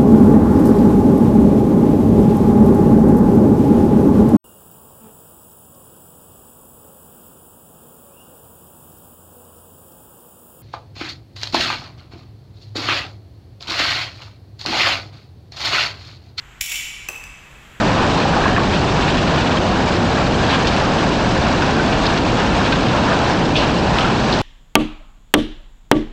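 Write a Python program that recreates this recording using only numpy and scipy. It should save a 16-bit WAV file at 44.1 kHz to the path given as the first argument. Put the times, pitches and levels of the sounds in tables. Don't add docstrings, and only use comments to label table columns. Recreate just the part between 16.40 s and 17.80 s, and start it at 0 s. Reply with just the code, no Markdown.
import sys
import numpy as np
from scipy import signal
from scipy.fft import rfft, irfft, next_fast_len
from scipy.io import wavfile
from scipy.ndimage import minimum_filter1d

SR = 44100
rng = np.random.default_rng(int(sys.argv[2]) if len(sys.argv) > 2 else 0)


def unload_audio(sound):
    columns = np.transpose(np.atleast_2d(sound))
    steps = np.round(np.clip(columns, -1, 1) * 32767)
    wavfile.write(sys.argv[1], SR, steps.astype(np.int16))


N = 61739
T = np.arange(N) / SR
SIZE = next_fast_len(N, True)
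FREQS = np.arange(SIZE // 2 + 1) * SR / SIZE


def from_db(db):
    return 10 ** (np.asarray(db) / 20)


def rms_one(x):
    return x / np.sqrt(np.mean(x ** 2) + 1e-20)


def at_hz(points, hz):
    point_hz, value = np.transpose(points)
    return np.interp(np.log(np.maximum(hz, 1)), np.log(point_hz), value)


def noise(spectrum):
    white = rfft(rng.standard_normal(SIZE))
    shaped = white * from_db(at_hz(spectrum, FREQS))
    return rms_one(irfft(shaped, SIZE)[:N])


def decay(age_s, t60_s):
    return np.exp(-np.log(1000) * age_s / t60_s)


def fade(start_s, t60_s):
    return (T >= start_s) * decay(np.maximum(T - start_s, 0), t60_s)


def ring(modes, start_s):
    age_s = T[:SR // 3]
    out = 0
    for pitch_hz, level_db, t60_s in modes:
        gain = rng.choice([-1, 1]) * from_db(level_db)
        out = out + gain * np.sin(2 * np.pi * pitch_hz * age_s) * decay(age_s, t60_s)
    return np.pad(out, (int(start_s * SR), N))[:N]


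HALL_GAP_S, HALL_BUILD_S = 0.0021, 0.006
# pitch_hz, t60_s, relative level_db
HALL_BANDS = [(295, 0.73, 0.5), (1190, 1.1, 3.5), (1900, 1.8, -3.5), (2700, 1.32, 5), (4860, 1.09, 0),
              (7200, 1.0, 2), (9600, 0.81, 5), (14400, 0.5, 1)]


def hall(x):
    white = rfft(rng.standard_normal(2 * N))
    hz = np.arange(N + 1) * SR / (2 * N)
    edges_hz = np.geomspace(100, 18000, 25)
    table = np.array(HALL_BANDS)
    tail = 0
    for low_hz, high_hz in zip(edges_hz, edges_hz[1:]):
        center_hz = np.sqrt(low_hz * high_hz)
        t60_s = at_hz(table[:, :2], center_hz)
        level_db = at_hz(table[:, ::2], center_hz)
        band = irfft(white * (hz >= low_hz) * (hz < high_hz))[:N]
        tail = tail + from_db(level_db) * band * fade(0, t60_s)
    tail = tail * (1 - np.exp(-np.maximum(T - HALL_GAP_S, 0) / HALL_BUILD_S))
    return signal.fftconvolve(x, rms_one(tail) / np.sqrt(N))[:N]


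MACHINERY_START_DB, MACHINERY_SWELL_DB_PER_S = -45.5, 1
HUM_WAVER_RMS_DB, HUM_WAVER_HZ = 2.5, 4.5
# pitch_hz, relative level_db (per Hz)
MACHINERY_SPECTRUM = [(20, -3), (45, 5), (70, 0.5), (125, -2), (190, -6.5), (300, -11), (550, -16),
                      (1000, -10.5), (2000, -8.5), (3200, -12.5), (4400, -26), (5500, -28.5), (7700, -20),
                      (8700, -39.5), (14000, -33), (16000, -53)]
# pitch_hz, level_db (rms)
HUM_TONES = [(47, -53), (129.5, -58.5)]


def workshop():
    level_db = MACHINERY_START_DB + MACHINERY_SWELL_DB_PER_S * T
    out = from_db(level_db) * noise(MACHINERY_SPECTRUM)
    waver_spectrum = [(HUM_WAVER_HZ, 0), (4 * HUM_WAVER_HZ, -40), (100 * HUM_WAVER_HZ, -140)]
    for pitch_hz, level_db in HUM_TONES:
        waver_db = HUM_WAVER_RMS_DB * noise(waver_spectrum)
        tone = np.sin(2 * np.pi * (pitch_hz * T + rng.random()))
        out = out + np.sqrt(2) * from_db(level_db + waver_db) * tone
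    return out


RUSTLE_DB, RUSTLE_START_S, RUSTLE_RISE_S = -54.5, 0.91, 0.21
# pitch_hz, relative level_db (per Hz)
RUSTLE_SPECTRUM = [(200, 10), (600, 9.5), (1500, -1), (4000, -9), (9000, -8), (15000, -17)]


def cloth():
    rise = np.clip((T - RUSTLE_START_S) / RUSTLE_RISE_S, 0, 1)
    return from_db(RUSTLE_DB) * rise * noise(RUSTLE_SPECTRUM)


DISC_RING_DB, TICK_DB, THUD_DB = -18.5, -24.5, -30
TICK_T60_S, THUD_T60_S = 0.021, 0.058
DISC_FREE_S, DISC_STOP_S = 0.0051, 0.0021
RING_ROOM_DB, TICK_ROOM_DB, THUD_ROOM_DB = -4.5, -4.5, -1.5
# start_s, relative tick_db, ring_db, thud_db
DISC_KNOCKS = [(0.687, 1.5, -2, 2), (0.698, -9, -20, -19), (0.8390, -6.5, -27, -18)]
DISC_PITCHES = [2560, 2690, 6055, 7850, 10300, 12450, 13560]
# relative level_db, t60_s
DISC_DECAYS = [(1, 0.085), (-4.5, .08), (-1.5, 0.026), (-20, 0.012), (-11.5, 0.017), (-7, 0.006),
               (-9, 0.018)]
# pitch_hz, relative level_db (per Hz)
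TICK_SPECTRUM = [(1000, -5), (2000, 5), (2800, 6), (3600, -27), (4400, -1), (4950, 4.5), (5500, -2.5),
                 (6800, -6), (7800, 8), (8800, -23), (10300, -18), (15000, -12)]
# pitch_hz, relative level_db (per Hz)
THUD_SPECTRUM = [(150, -36), (280, -34), (370, 9), (550, 0.5), (800, 0.5), (1300, -3), (2000, -2.5),
                 (3500, -29), (8000, -16.5)]


def disc():
    glass, rim, table = 0, 0, 0
    tick, thud = noise(TICK_SPECTRUM), noise(THUD_SPECTRUM)
    modes = [(pitch_hz, level_db, t60_s)
             for pitch_hz, (level_db, t60_s) in zip(DISC_PITCHES, DISC_DECAYS)]
    for start_s, tick_db, ring_db, thud_db in DISC_KNOCKS:
        damping = np.exp(-np.maximum(T - start_s - DISC_FREE_S, 0) / DISC_STOP_S)
        glass = glass + from_db(DISC_RING_DB + ring_db) * ring(modes, start_s) * damping
        rim = rim + from_db(TICK_DB + tick_db) * tick * fade(start_s, TICK_T60_S)
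        table = table + from_db(THUD_DB + thud_db) * thud * fade(start_s, THUD_T60_S)
    hall_send = from_db(RING_ROOM_DB) * glass
    hall_send = hall_send + from_db(TICK_ROOM_DB) * rim
    hall_send = hall_send + from_db(THUD_ROOM_DB) * table
    return glass + rim + table + hall(hall_send)


SCRAP_T60_S, SCRAP_DETUNE = 0.053, 0.0064
SCRAP_PITCHES = [2110, 2270, 2315, 2560, 2710, 2945, 3120, 3460, 5370, 5749, 6223, 6751, 6864, 7040, 7500]
SCRAP_LEVELS = [-12.5, -1.5, -4.5, -46, -6.5, -9, -14, -7, -8.5, -8, -12.5, -8, -12, -4, -7]


def clink(start_s, spread_db):
    modes = []
    for pitch_hz, level_db in zip(SCRAP_PITCHES, SCRAP_LEVELS):
        varied_hz = pitch_hz * (1 + SCRAP_DETUNE * rng.normal())
        varied_db = level_db + spread_db * rng.normal()
        modes.append((varied_hz, varied_db, SCRAP_T60_S))
    return ring(modes, start_s)


SCRAP_RING_DB, CRACK_DB, CRACK_T60_S, SCRAP_ROOM_DB = -18, -13, 0.038, 1
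BIN_START_S = 0.212
# start_s, relative level_db
SCRAP_CONTACTS = [(0.2084, -11.5), (0.2094, -13), (0.2109, -1), (0.2132, -5), (0.2200, -8.5), (0.2410, -10),
                  (0.2595, -7.5), (0.2955, -12.5), (0.3190, -10.5), (0.3560, -11)]
# pitch_hz, relative level_db (per Hz)
CRACK_SPECTRUM = [(300, -52), (1200, -31), (1700, -4.5), (2280, 5.5), (3100, 2), (4100, -3), (5000, -4),
                  (5600, 1), (7900, 0), (8500, -11), (9800, -3), (11800, -7), (13500, 2.5), (15700, -3.5)]
# pitch_hz, level_db, t60_s
BIN_THUMP = [(55.5, -23.5, 0.055)]


def scraps():
    power = sum((from_db(level_db) * fade(start_s, CRACK_T60_S)) ** 2
                for start_s, level_db in SCRAP_CONTACTS)
    cracks = noise(CRACK_SPECTRUM) * np.sqrt(power)
    rings = sum(from_db(level_db) * clink(start_s, spread_db=2.0)
                for start_s, level_db in SCRAP_CONTACTS)
    direct = from_db(CRACK_DB) * cracks + from_db(SCRAP_RING_DB) * rings
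    echoes = from_db(SCRAP_ROOM_DB) * hall(direct)
    return direct + echoes + ring(BIN_THUMP, BIN_START_S)


def scene():
    return (scraps() + disc() + cloth() + workshop())[None]


LIMIT_DB, RELEASE_DB_PER_S, CUTOFF_HZ = -21.5, 115, 15700
DETECT_S, ATTACK_S, HOLD_S = 0.0049, 0.00059, 0.066


def record(dry):
    detect_pole = np.exp(-1 / (DETECT_S * SR))
    attack_pole = np.exp(-1 / (ATTACK_S * SR))
    power = signal.lfilter([1 - detect_pole], [1, -detect_pole], dry[0] ** 2)
    level_db = 10 * np.log10(power + 1e-12)
    over_db = np.maximum(level_db - LIMIT_DB, 0)
    half = int(HOLD_S * SR / 2)
    held_db = -minimum_filter1d(-over_db, 2 * half + 1, origin=half, mode="nearest")
    release_db = RELEASE_DB_PER_S * T
    duck_db = np.maximum.accumulate(held_db + release_db) - release_db
    smooth_duck_db = signal.lfilter([1 - attack_pole], [1, -attack_pole], duck_db)
    out = dry * from_db(-smooth_duck_db)
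    low_pass = signal.ellip(10, .1, 70, CUTOFF_HZ, fs=SR, output="sos")
    return signal.sosfilt(low_pass, out)


dry = scene()
out = record(dry)
unload_audio(out)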